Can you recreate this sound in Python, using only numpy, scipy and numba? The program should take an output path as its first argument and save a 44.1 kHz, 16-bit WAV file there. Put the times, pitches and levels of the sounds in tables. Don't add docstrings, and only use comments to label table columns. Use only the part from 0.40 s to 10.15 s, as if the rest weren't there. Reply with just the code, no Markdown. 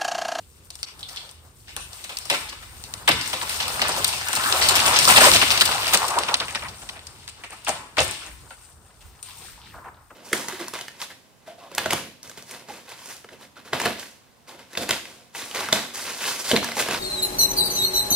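import sys
import numpy as np
from scipy import signal
from scipy.fft import rfft, irfft, next_fast_len
from scipy.io import wavfile
from scipy.ndimage import uniform_filter1d
from numba import njit

SR = 44100
rng = np.random.default_rng(int(sys.argv[2]) if len(sys.argv) > 2 else 0)


def inscribe(sig):
    pcm = np.round(np.clip(np.atleast_2d(sig).T, -1, 1) * 32767)
    wavfile.write(sys.argv[1], SR, pcm.astype(np.int16))


def convert_level_to_amplitude(level_db):
    exponent = np.asarray(level_db, float) / 20
    return 10 ** exponent


N = 429975
T = np.arange(N) / SR

# start_s, peak level_db, pitch_hz
TWIG_TICKS = [(0.4864, -33, 5280), (0.9128, -34, 9030), (3.395, -12, 1820), (4.4021, -9, 4500),
              (4.6532, -4, 5100), (4.78, 0, 4900), (4.9163, 1, 3850), (5.277, -8, 4400),
              (5.2905, -9.5, 1530), (5.3138, -9, 2620), (5.3805, -18.5, 1540), (5.4326, -16, 3230),
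              (5.4695, -11.5, 4730), (5.5739, -6.5, 6250), (5.835, -14.5, 2760), (6.0828, -17.5, 2740),
              (6.593, -30, 3500), (7.317, -22, 1850), (7.9149, -34, 2104)]
# start_s, length_ms, level_db, pitch_hz
LIMB_KNOCKS = [(.6285, 7.14, -33, 3740), (.7705, 7, -32.5, 3630), (5.703, 40, -28, 980),
               (5.885, 60, -29, 1006), (6.225, 50, -40.5, 1050), (7.284, 13.95, -22.5, 690),
               (7.582, 28, -20, 600), (5.615, 40, -24.5, 1006), (5.767, 23, -19, 980),
               (1.912, 30, -30, 589), (4.04, 45, -26.5, 1400), (9.459, 9.6, -35.5, 1020),
               (8.88, 60, -55, 1000), (3.866, 19, -30, 1400), (8.96, 90, -54, 900), (9.17, 90, -56, 950),
               (9.39, 60, -49, 1100), (5.212, 18, -22, 1600)]
# start_s, splintering_ms, crack_db, limb_knock_db
BARKY_ALOFT = [(.3038, 5.9, -39, -53), (.3901, 3.8, -48, -53), (.5927, 7.6, -46, -67),
               (.6076, 7.9, -46, -67), (1.3649, 3.85, -29, -36), (1.6403, 10.2, -37.5, -48.5),
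               (2.5387, 3.4, -26.5, -37.5), (3.0147, 19.7, -33, -31.5), (3.0945, 6.8, -30, -41),
               (3.281, 4.5, -28, -41), (3.6452, 5.7, -18.5, -36), (3.6637, 30, -30.5, -45.5),
               (3.8069, 16, -47, -39), (3.8852, 6.4, -27, -30.5), (3.9306, 7, -25, -28),
               (3.9635, 12, -28, -24.5), (4.0977, 6, -32, -38), (4.2858, 12, -18, -33.5),
               (4.3541, 17, -20.5, -26), (4.3915, 13, -30.5, -37.5), (4.455, 36, -23, -24),
               (4.5896, 3, -15, -43.5)]
# start_s, splintering_ms, crack_db, limb_knock_db
BARKY_GROUNDED = [(4.6245, 15, -25, -39), (4.6434, 12, -22.5, -39), (4.6759, 43.5, -16.5, -20),
                  (4.805, 29.6, -17.5, -14.5), (4.8365, 40.3, -19.5, -15), (5.2541, 9.7, -21, -37),
                  (5.3927, 44, -38, -40), (5.526, 12, -29, -28.5), (5.5344, 20, -16.5, -20.5),
                  (5.6816, 9.3, -27, -46), (5.787, 6, -25, -33), (6.4174, 17.3, -44, -44.5),
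                  (6.6688, 6.7, -38.5, -61), (6.8869, 13.5, -41.5, -57), (7.1004, 43, -46, -43.5),
                  (7.2804, 14, -27, -24), (8.6074, 19, -54, -59), (8.84, 72, -64, -63)]
# start_s, splintering_ms, crack_db, limb_knock_db
BARK_SHREDS = [(.3542, 4.1, -45.5, -56), (.7308, 4.2, -54, -91), (1.7864, 3.5, -36.5, -49),
               (1.8533, 7.3, -45, -44), (2.876, 6.9, -40, -37), (3.4816, 16, -37.5, -26),
               (3.5624, 40, -43.5, -31), (3.9525, 7.4, -32.5, -35.5), (5.7025, 10, -39, -40),
               (7.247, 5, -46, -60), (8.22, 72, -67, -69), (8.8279, 5.7, -44.5, -58)]
# start_s, splintering_ms, crack_db, limb_knock_db
BARE_BRANCHES = [(.4305, 3.5, -27, -45), (.6864, 11.5, -39.5, -71), (.7613, 7.3, -37, -63),
                 (1.531, 5.1, -37, -70), (1.6927, 17.4, -36.5, -41.5), (1.7705, 4.8, -26.5, -62),
                 (1.8997, 7, -17, -24.5), (1.908, 42.6, -27.5, -32), (2.0873, 16.6, -37, -55),
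                 (2.2244, 16, -44, -49.5), (2.439, 3, -31, -44.5), (2.6764, 21.8, -14.5, -17.5),
                 (2.8121, 5.4, -27, -44.5), (2.9298, 13, -25, -29.5), (3.2182, 21, -32.5, -41.5),
                 (3.728, 19, -30, -38.5), (4.2139, 38, -21, -31.5), (4.7592, 28, -12.5, -18),
                 (4.9338, 31, -14.5, -25), (5.0785, 12, -26, -36), (5.1104, 14, -18.5, -34.5),
                 (5.1762, 5, -18, -32.5), (5.2017, 7.9, -22.5, -39), (5.2097, 14, -12.5, -25),
                 (5.4786, 14.7, -24, -34.5), (6.2842, 14, -38, -52), (6.4898, 10.4, -32, -42.5),
                 (6.8779, 5.8, -34.5, -49), (7.8357, 48, -48, -48.5)]
# start_s, splintering_ms, crack_db, limb_knock_db
HEARTWOOD = [(.8915, 6.1, -42.5, -65), (1.2741, 25, -45, -54), (1.7171, 13.7, -40, -45),
             (2.1247, 9.6, -36.5, -42.5), (2.712, 8.1, -18, -30.5), (3.2017, 11, -24, -35.5),
             (3.417, 9.5, -17.5, -25), (4.1251, 4, -15, -28.5), (4.5616, 9, -19, -33),
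             (5.0156, 20.3, -15.5, -22.5), (5.1044, 5.2, -15.5, -30), (5.8826, 14, -25.5, -31),
             (5.9425, 4, -13, -28), (5.9999, 30, -35, -32), (6.001, 8.2, -23, -35),
             (6.1485, 13.5, -23.5, -31.5), (6.2219, 18, -35, -39.5), (6.5576, 19, -43.5, -44),
             (7.037, 13, -36, -42.5), (7.268, 16, -29, -32), (7.569, 13.5, -27, -26.5),
             (7.5818, 17, -19, -29.5), (8.1061, 7.7, -42, -43), (9.3368, 30, -56, -44),
             (9.3747, 20, -70, -43), (9.442, 42.4, -50.5, -42), (9.5663, 20, -71, -55.5),
             (9.7025, 14.3, -51, -43)]


def snaps():
    rows = [(s, 2.5, db - 17, db - 9, hz, db - 21) for s, db, hz in TWIG_TICKS]
    # rows, crack pitch_hz, bark tick against crack in dB
    kinds = [(BARKY_ALOFT, 3800, -0.36), (BARKY_GROUNDED, 4300, -1.6), (BARK_SHREDS, 3800, 8.8),
             (BARE_BRANCHES, 3880, -8.5), (HEARTWOOD, 3390, -14.5)]
    for table, hz, bark_db in kinds:
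        for s, ms, crack, knock in table:
            thick_db = np.clip(knock - crack + 10.5, -8, 25)
            rows.append((s, ms, knock, crack, hz * 2 ** (-0.0479 * thick_db), crack + bark_db))
    s, ms, knock_db, crack_db, hz, tick_db = np.transpose(rows)[:, :, None]
    out = burst(s, ms, crack_db, hz, 0.53, 1.59, lead=2.8)
    out += burst(s, ms, tick_db, 9520, 0.5, 2.0, lead=2.4)
    out += burst(s + 0.002126, ms, knock_db, 988, 0.448, 3.86, lead=0)
    out += burst(s + 0.0059, ms, knock_db - 7.5, 330, 0.581, 3.5, lead=0)
    return out + burst(*np.transpose(LIMB_KNOCKS)[:, :, None], .14, 4.0, lead=0)


# start_s, peak level_db, pitch_hz
DRY_CLICKS = [(.4305, -15, 4800), (.487, -32, 2500), (1.3649, -26, 1500), (2.9009, -23, 5000),
              (3.0141, -16, 4030), (3.2276, -16, 4500), (3.3593, -21, 2500), (3.492, -17, 8800),
              (3.5654, -14, 4060), (3.6447, -8, 4730), (3.680, -13, 8800), (3.737, -19, 2460),
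              (3.8118, -19, 5170), (3.9625, -10, 4370), (4.09, -17, 6000), (4.163, -15, 2990),
              (4.2159, -11, 3890), (4.4444, -11, 4500), (4.5621, -8, 3500), (4.589, -7, 8200),
              (4.6283, -9, 3990), (4.765, -3, 3530), (4.848, -2, 1500), (4.871, -5, 3000),
              (5.1586, -12, 2130), (5.176, -9, 3940), (5.5347, -6, 2530), (5.6205, -17, 2450),
              (5.7412, -19, 2500), (5.7896, -13, 8580), (5.836, -15, 5000), (5.9123, -22, 5000),
              (5.9418, -3, 3870), (5.97, -22, 8500), (6.025, -24, 2500), (6.056, -27, 8500),
              (6.088, -25, 2700), (6.108, -25, 7000), (6.126, -26, 8000), (6.1947, -25, 3500),
              (6.245, -29, 2000), (6.385, -33, 6000), (7.2922, -9, 7000), (7.5911, -4, 3390),
              (7.605, -8, 6500), (7.616, -16, 4000), (7.68, -21, 8500), (7.7113, -16, 8500),
              (7.8375, -30, 2800), (7.8644, -27, 7000), (8.753, -46, 1900), (8.793, -43, 2900),
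              (9.04, -46, 4200), (9.21, -49, 4000), (9.24, -47, 3400), (9.265, -47, 2900), (9.3, -47, 2200),
              (9.335, -45, 1900), (9.545, -45, 3800), (9.57, -50, 3500)]


def clicks():
    s, db, hz = np.transpose(DRY_CLICKS)[:, :, None]
    snap = burst(s, 1.5 + 0 * s, db - 9, hz, .45, 1.6, lead=3.0)
    tail = burst(s + .002, 14 + 0 * s, db - 23, hz, .4, 2.2, lead=0)
    return snap + tail


# start_s, length_ms, level_db, pitch_hz
NEEDLE_SPRAYS = [(.432, 18, -41, 4800), (.772, 14, -41, 3500), (1.368, 40, -43, 1300),
                 (1.645, 25, -46, 2500), (1.9, 50, -30, 2600), (2.68, 40, -27, 2100), (3.43, 45, -31, 1500),
                 (3.99, 60, -30, 1300), (4.69, 60, -22, 1100), (5.89, 20, -33, 2400), (6.01, 35, -35, 2200),
                 (6.085, 25, -37, 2700), (6.155, 25, -33, 2200), (6.23, 40, -39, 2000),
                 (7.575, 40, -27, 1100), (7.6, 50, -34, 8800), (8.9, 80, -57, 4000), (9.02, 50, -54, 4600),
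                 (9.2, 45, -57, 3900), (9.24, 40, -55, 3200), (9.28, 40, -56, 2400), (9.32, 30, -54, 1900)]


def sprays():
    return burst(*np.transpose(NEEDLE_SPRAYS)[:, :, None], .3, 2.4, lead=0)


def burst(s, ms, db, hz, octaves, cycles, lead):
    splinters = 72
    length = np.clip(ms, 1, 90) / 1000
    wait, pitch, size = np.moveaxis(rng.standard_normal((len(s), splinters, 3)), 2, 0)
    first = np.arange(splinters) == 0
    wait = 1.25 * (1 - np.exp(-.9 * np.abs(wait))) * ~first
    fading = size * np.abs(size) ** 0.11 * np.exp(-.009 / length * wait)
    size = np.where(first, lead * np.sqrt(0.0051 / length), fading)
    bend = 2 ** (octaves * pitch * ~first)
    size = size / np.sqrt(np.sum(size ** 2 / bend, axis=1, keepdims=True))
    loudness = convert_level_to_amplitude(db) * np.sqrt(4.91 * length * hz / cycles)
    return grains(s + wait * length, hz * bend, cycles, size * loudness)


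# start_s, lag_samples
LEFT_LAG = [(0, 9), (1, 8), (4.9, 8), (5.5, 6), (7.6, 4), (8.2, -1)]


def grains(s, hz, cycles, size):
    hz = np.clip(hz, 60, .4 * SR).ravel()
    start = (s.ravel() * SR).astype(np.int64)
    scatter = 2.5 * rng.standard_normal(hz.size)
    lag = np.interp(s.ravel(), *np.transpose(LEFT_LAG)) + scatter
    late = np.maximum(start + np.round(lag).astype(np.int64), 0)
    cycles = np.clip(cycles, .3, 40) * np.ones(hz.size)
    return np.array([ring(a, hz, cycles, size.ravel(), N, float(SR)) for a in (late, start)])


@njit
def ring(start, hz, cycles, size, count, rate):
    out = np.zeros(count)
    for k in range(len(start)):
        turn = np.exp((2j * np.pi - 1 / cycles[k]) * hz[k] / rate)
        rise = np.exp(-3 * hz[k] / rate)
        z, gap = size[k] + 0j, 1.
        for i in range(start[k], min(count, start[k] + int(6 * cycles[k] * rate / hz[k]))):
            z *= turn
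            gap *= rise
            out[i] += z.imag * (1 - gap)
    return out


# start_s, twigs level_db, limbs_against_twigs_db
CROWN_EFFORT = [(0, -67.5, -4), (.35, -64.5, 1), (.76, -53, -0.5), (1.03, -70, 8.5), (1.25, -63, -5),
                (1.54, -52, -1.5), (2.28, -55.5, -1.5), (2.65, -53, 3.5), (2.85, -39.5, -3), (3.53, -35, 1),
                (3.91, -35.5, -7), (4.15, -27.5, 0), (4.6, -28.5, -2), (5.02, -30, -5.5), (5.7, -35.5, 6),
                (6.57, -56, 1.3), (8.42, -68.5, 7.5), (9.75, -76, 13)]
# peak_s, level_db, rise_s, fall_s, dust_against_twigs_db
DEBRIS = [(.7, -57, 0.068, 0.19, -11), (1.93, -41.5, 0.1, 0.14, -3), (4.69, -24, .04, .12, 0.5),
          (4.85, -19, .08, 0.08, -2), (7.36, -44, 0.081, 0.04, -6), (7.63, -38, .02, .06, 3),
          (7.72, -41, 0.057, 0.079, 3), (8.25, -63, 0.29, 0.043, 9.5), (8.86, -54, .02, 0.19, 3),
          (9.05, -54, 0.13, 0.09, 5), (9.28, -56.5, 0.15, .06, -12)]


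def effort():
    twigs_db, thick_db = curve(CROWN_EFFORT)
    dust_db = twigs_db - 3 - 0.17 * (twigs_db + 35)
    twigs, dust = convert_level_to_amplitude(twigs_db) ** 2, convert_level_to_amplitude(dust_db) ** 2
    for s, db, rise, fall, more in DEBRIS:
        twigs = twigs + swell(s, db, rise, fall)
        dust = dust + swell(s, db + more, rise, fall)
    return twigs_db + thick_db, 10 * np.log10(twigs), 10 * np.log10(dust)


# pitch_hz, spread_octaves, ring_cycles, grains_per_s, size_scatter_db, smooth_share
LIMB_GRAINS = (950, 0.557, 5.0, 700, 2.4, 0.51)
# pitch_hz, spread_octaves, ring_cycles, grains_per_s, size_scatter_db, smooth_share
TWIG_GRAINS = (3606, 0.64, 1.4, 1200, 4.1, 0.33)
# pitch_hz, spread_octaves, ring_cycles, grains_per_s, size_scatter_db, smooth_share
DUST_GRAINS = (10440, 0.482, 2.2, 2800, 2.9, 0.33)


def crown_crackle():
    limbs_db, twigs_db, dust_db = effort()
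    beds = [crackle(LIMB_GRAINS, limbs_db, count=12000), crackle(TWIG_GRAINS, twigs_db, count=30000),
            crackle(DUST_GRAINS, dust_db, count=40000)]
    return [sum(layer) for layer in zip(*beds)]


def crackle(kind, db, count):
    hz, octaves, cycles, rate, scatter_db, smooth = kind
    s, pick, pitch, size = rng.random((count, 4)).T
    size = (pick < rate * T[-1] / count) * convert_level_to_amplitude(-scatter_db * np.log(size + 0.012))
    pitch = np.log(pitch / (1 - pitch) + 1e-9) / 1.736
    bits = grains(s * T[-1], hz * 2 ** (octaves * pitch), cycles, size)
    band = [(hz * 2 ** (octaves * k), -4.0 * k * k) for k in range(-4, 5)]
    rub = ports(*colour(rng.standard_normal((2, N)), band))
    gain = convert_level_to_amplitude(db + 1.84 * walk(25) + .7 * walk(9))
    return gain * np.sqrt(1 - smooth) * unit(bits), gain * np.sqrt(smooth) * unit(rub)


# start_s, level_db
WOOD_SHARE = [(0, -4.5), (1.4, -2), (1.7, -5), (1.76, -8), (1.87, -8), (1.9, -4.5), (2.7, -5.5),
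              (4.5, -4.5), (5.9, -14.5), (7.0, -6.5), (7.6, -3), (9.75, -7)]
# pitch_hz, t60_s
WOOD_DECAY = [(200, 0.95), (600, 0.39), (1500, 0.64), (4000, 0.46), (10000, 0.49)]
TRUNK_ROWS = [0, .04, .1, .2, .4]


def wood_echo(breaks, bits):
    x = convert_level_to_amplitude(curve(WOOD_SHARE)[0]) * breaks + convert_level_to_amplitude(-3.5) * bits
    t = T[:SR]
    decay_hz, decay_s = np.transpose(WOOD_DECAY)
    out = 0
    for hz in 150 * 2 ** np.arange(7):
        t60 = np.interp(np.log(hz), np.log(decay_hz), decay_s)
        band = [(hz / 2, -40), (hz / 1.4, 0), (hz * 1.252, 0), (hz * 2, -40)]
        out = out + colour(rng.standard_normal((2, SR)), band) * convert_level_to_amplitude(-60 * t / t60)
    out = ports(*out) * (1 - np.exp(-t / 0.0024)) * (1 + 0.45 * np.exp(-t / 0.017))
    out = out / np.sqrt(np.sum(out ** 2) / 2)
    echo = 0
    for row in np.eye(len(TRUNK_ROWS)):
        belt = np.sqrt(np.interp(t, TRUNK_ROWS, row))
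        flutter = unit(np.resize(np.tanh(3 * walk(200))[::3], N))
        echo = echo + signal.fftconvolve((x * flutter)[None], out * belt, axes=1)[:, :N]
    return echo


def sheen_change(tree):
    sheen = colour(tree, [(10000, -62), (11200, -6.5), (20000, -2.5)])
    landed_s, rustle_s, settle_s = 5.7, 8.7, .1
    times = [landed_s - settle_s, landed_s + settle_s, rustle_s, rustle_s + settle_s]
    sheen_db = np.interp(T, times, [1.1, -10, -10, 1.1])
    return (convert_level_to_amplitude(sheen_db) - 1) * sheen


# pitch_hz, level_db
GROUND_COLOUR = [(25, -22.5), (50, -6.5), (75, 5), (130, -2), (250, -15), (450, -16.5), (900, -44)]
# peak_s, level_db, rise_s, fall_s
GROUND_THUDS = [
    (1.93, -35.5, .03, 0.13),
    (2.74, -25.5, 0.044, 0.04),
    (3.5, -33, 0.14, 0.24),
    (4.8, -25, 0.23, 0.23),
    (7.32, -44, 0.025, 0.055),
    (7.61, -29, 0.015, .07),
    (7.93, -50, .03, .06),
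    (8.67, -58, .05, .05),
    (9.3, -45.5, 0.057, .1),
]


def ground():
    mid, side = colour(rng.standard_normal((2, N)), GROUND_COLOUR)
    side = colour(side, [(30, 12), (60, -2), (150, -1)])
    bass = unit(mid + .36 * side * np.array([[1], [-1]])) * convert_level_to_amplitude(2.02 * walk(12))
    shake = convert_level_to_amplitude(-19 + 0.58 * curve(CROWN_EFFORT)[0]) ** 2
    wind = convert_level_to_amplitude(-50 - 6.4 * np.clip((T - 9.5) / 0.17, 0, 1)) ** 2
    return bass * np.sqrt(wind + shake + sum(swell(*row) for row in GROUND_THUDS))


# multiple, level_db
IDLE_HARMONICS = [(2.0, -55), (3.0, -55), (4.0, -62), (5.0, -69.5)]
# start_s, level_db
ENGINE_FADE = [(0, -14.5), (3, -15), (6, -16.5), (7, -21), (9.75, -22)]


def engine():
    turn = 2 * np.pi * np.cumsum(25.2 * (1 + 0.03 * walk(2.4))) / SR
    hum = sum(convert_level_to_amplitude(db + 19 + 3.2 * walk(16)) * np.sin(round(k) * turn) for k, db in IDLE_HARMONICS)
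    return hum * convert_level_to_amplitude(curve(ENGINE_FADE)[0])


# peak_s, level_db, rise_s, fall_s
WIND_PUFFS = [
    (.35, -52, .15, .2),
    (.75, -52, .1, .1),
    (1.7, -47, .3, .15),
    (4.6, -47, .1, .1),
    (6.5, -47, .1, .1),
    (7.0, -52, .1, .1),
    (7.93, -39, .04, .06),
    (8.67, -39, .05, .06),
    (9.12, -41, .05, .05),
    (9.35, -42, .06, .08),
]
# pitch_hz, level_db
PUFF_COLOUR = [(18, -22), (35, -13), (55, 0), (75, -4), (110, -22), (200, -45)]


def puffs():
    mid, side = colour(rng.standard_normal((2, N)), PUFF_COLOUR)
    power = convert_level_to_amplitude(-57 + 4 * walk(3)) ** 2 + sum(swell(*row) for row in WIND_PUFFS)
    return unit(mid + .55 * side * np.array([[1], [-1]])) * np.sqrt(power)


def ports(mid, side):
    side = colour(side, [(100, -22.5), (400, -10.0), (1000, -4.5), (1800, 1.0), (16000, 1)])
    return np.array([mid + side, mid - side])


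def swell(s, db, rise, fall):
    pace = np.where(T < s, max(rise, .005), max(fall, .005))
    return convert_level_to_amplitude(db) ** 2 * np.exp(-2 * np.abs(T - s) / pace)


def walk(rate):
    k = int(SR / rate)
    held = np.repeat(rng.standard_normal(N // 200 + 1)[:N // k + 1], k)
    return 1.72 * uniform_filter1d(uniform_filter1d(held, k), k)[:N]


def curve(table):
    s, *columns = np.transpose(table)
    return [np.interp(T, s, c) for c in columns]


def colour(x, points):
    hz, db = np.transpose(points)
    size = next_fast_len(x.shape[-1] + 4096)
    f = np.log(np.fft.rfftfreq(size, 1 / SR) + 1)
    return irfft(rfft(x, size) * convert_level_to_amplitude(np.interp(f, np.log(hz), db)), size)[..., :x.shape[-1]]


def unit(x):
    return x / np.sqrt(np.mean(x ** 2))


def scene():
    breaks = snaps()
    bits, rub = crown_crackle()
    tree = breaks + bits + rub + wood_echo(breaks[1], bits[1])
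    tree = tree + sheen_change(tree)
    return tree + clicks() + sprays() + ground() + engine() + puffs()


def top_cut(x):
    return signal.sosfilt(signal.butter(12, 16740, fs=SR, output="sos"), x)


# pitch_hz, level_db
PORT_COLOUR = [(15, -33.5), (30, -7), (60, -8.5), (1500, 1.5), (5200, 3.5), (7000, 0.5), (9000, 7.5),
               (9900, -2.5), (10400, -11), (10900, -10), (11600, -3.5), (13400, 3.5), (15500, 3)]
# pitch_hz, left_minus_right_db
PORT_TILT = [(125, -1.6), (700, .8), (2000, 2.6), (4500, 1.6), (8500, 7.3), (13000, 2.3)]


def record(dry):
    both = colour(dry, list(PORT_COLOUR) + [(15900, -12), (16050, -70)])
    left = colour(both[0], [(hz, db / 2) for hz, db in PORT_TILT])
    right = colour(both[1], [(hz, -db / 2) for hz, db in PORT_TILT])
    return top_cut(np.clip(np.array([left, right]), -1, 1))


dry = scene()
out = record(dry)
inscribe(out)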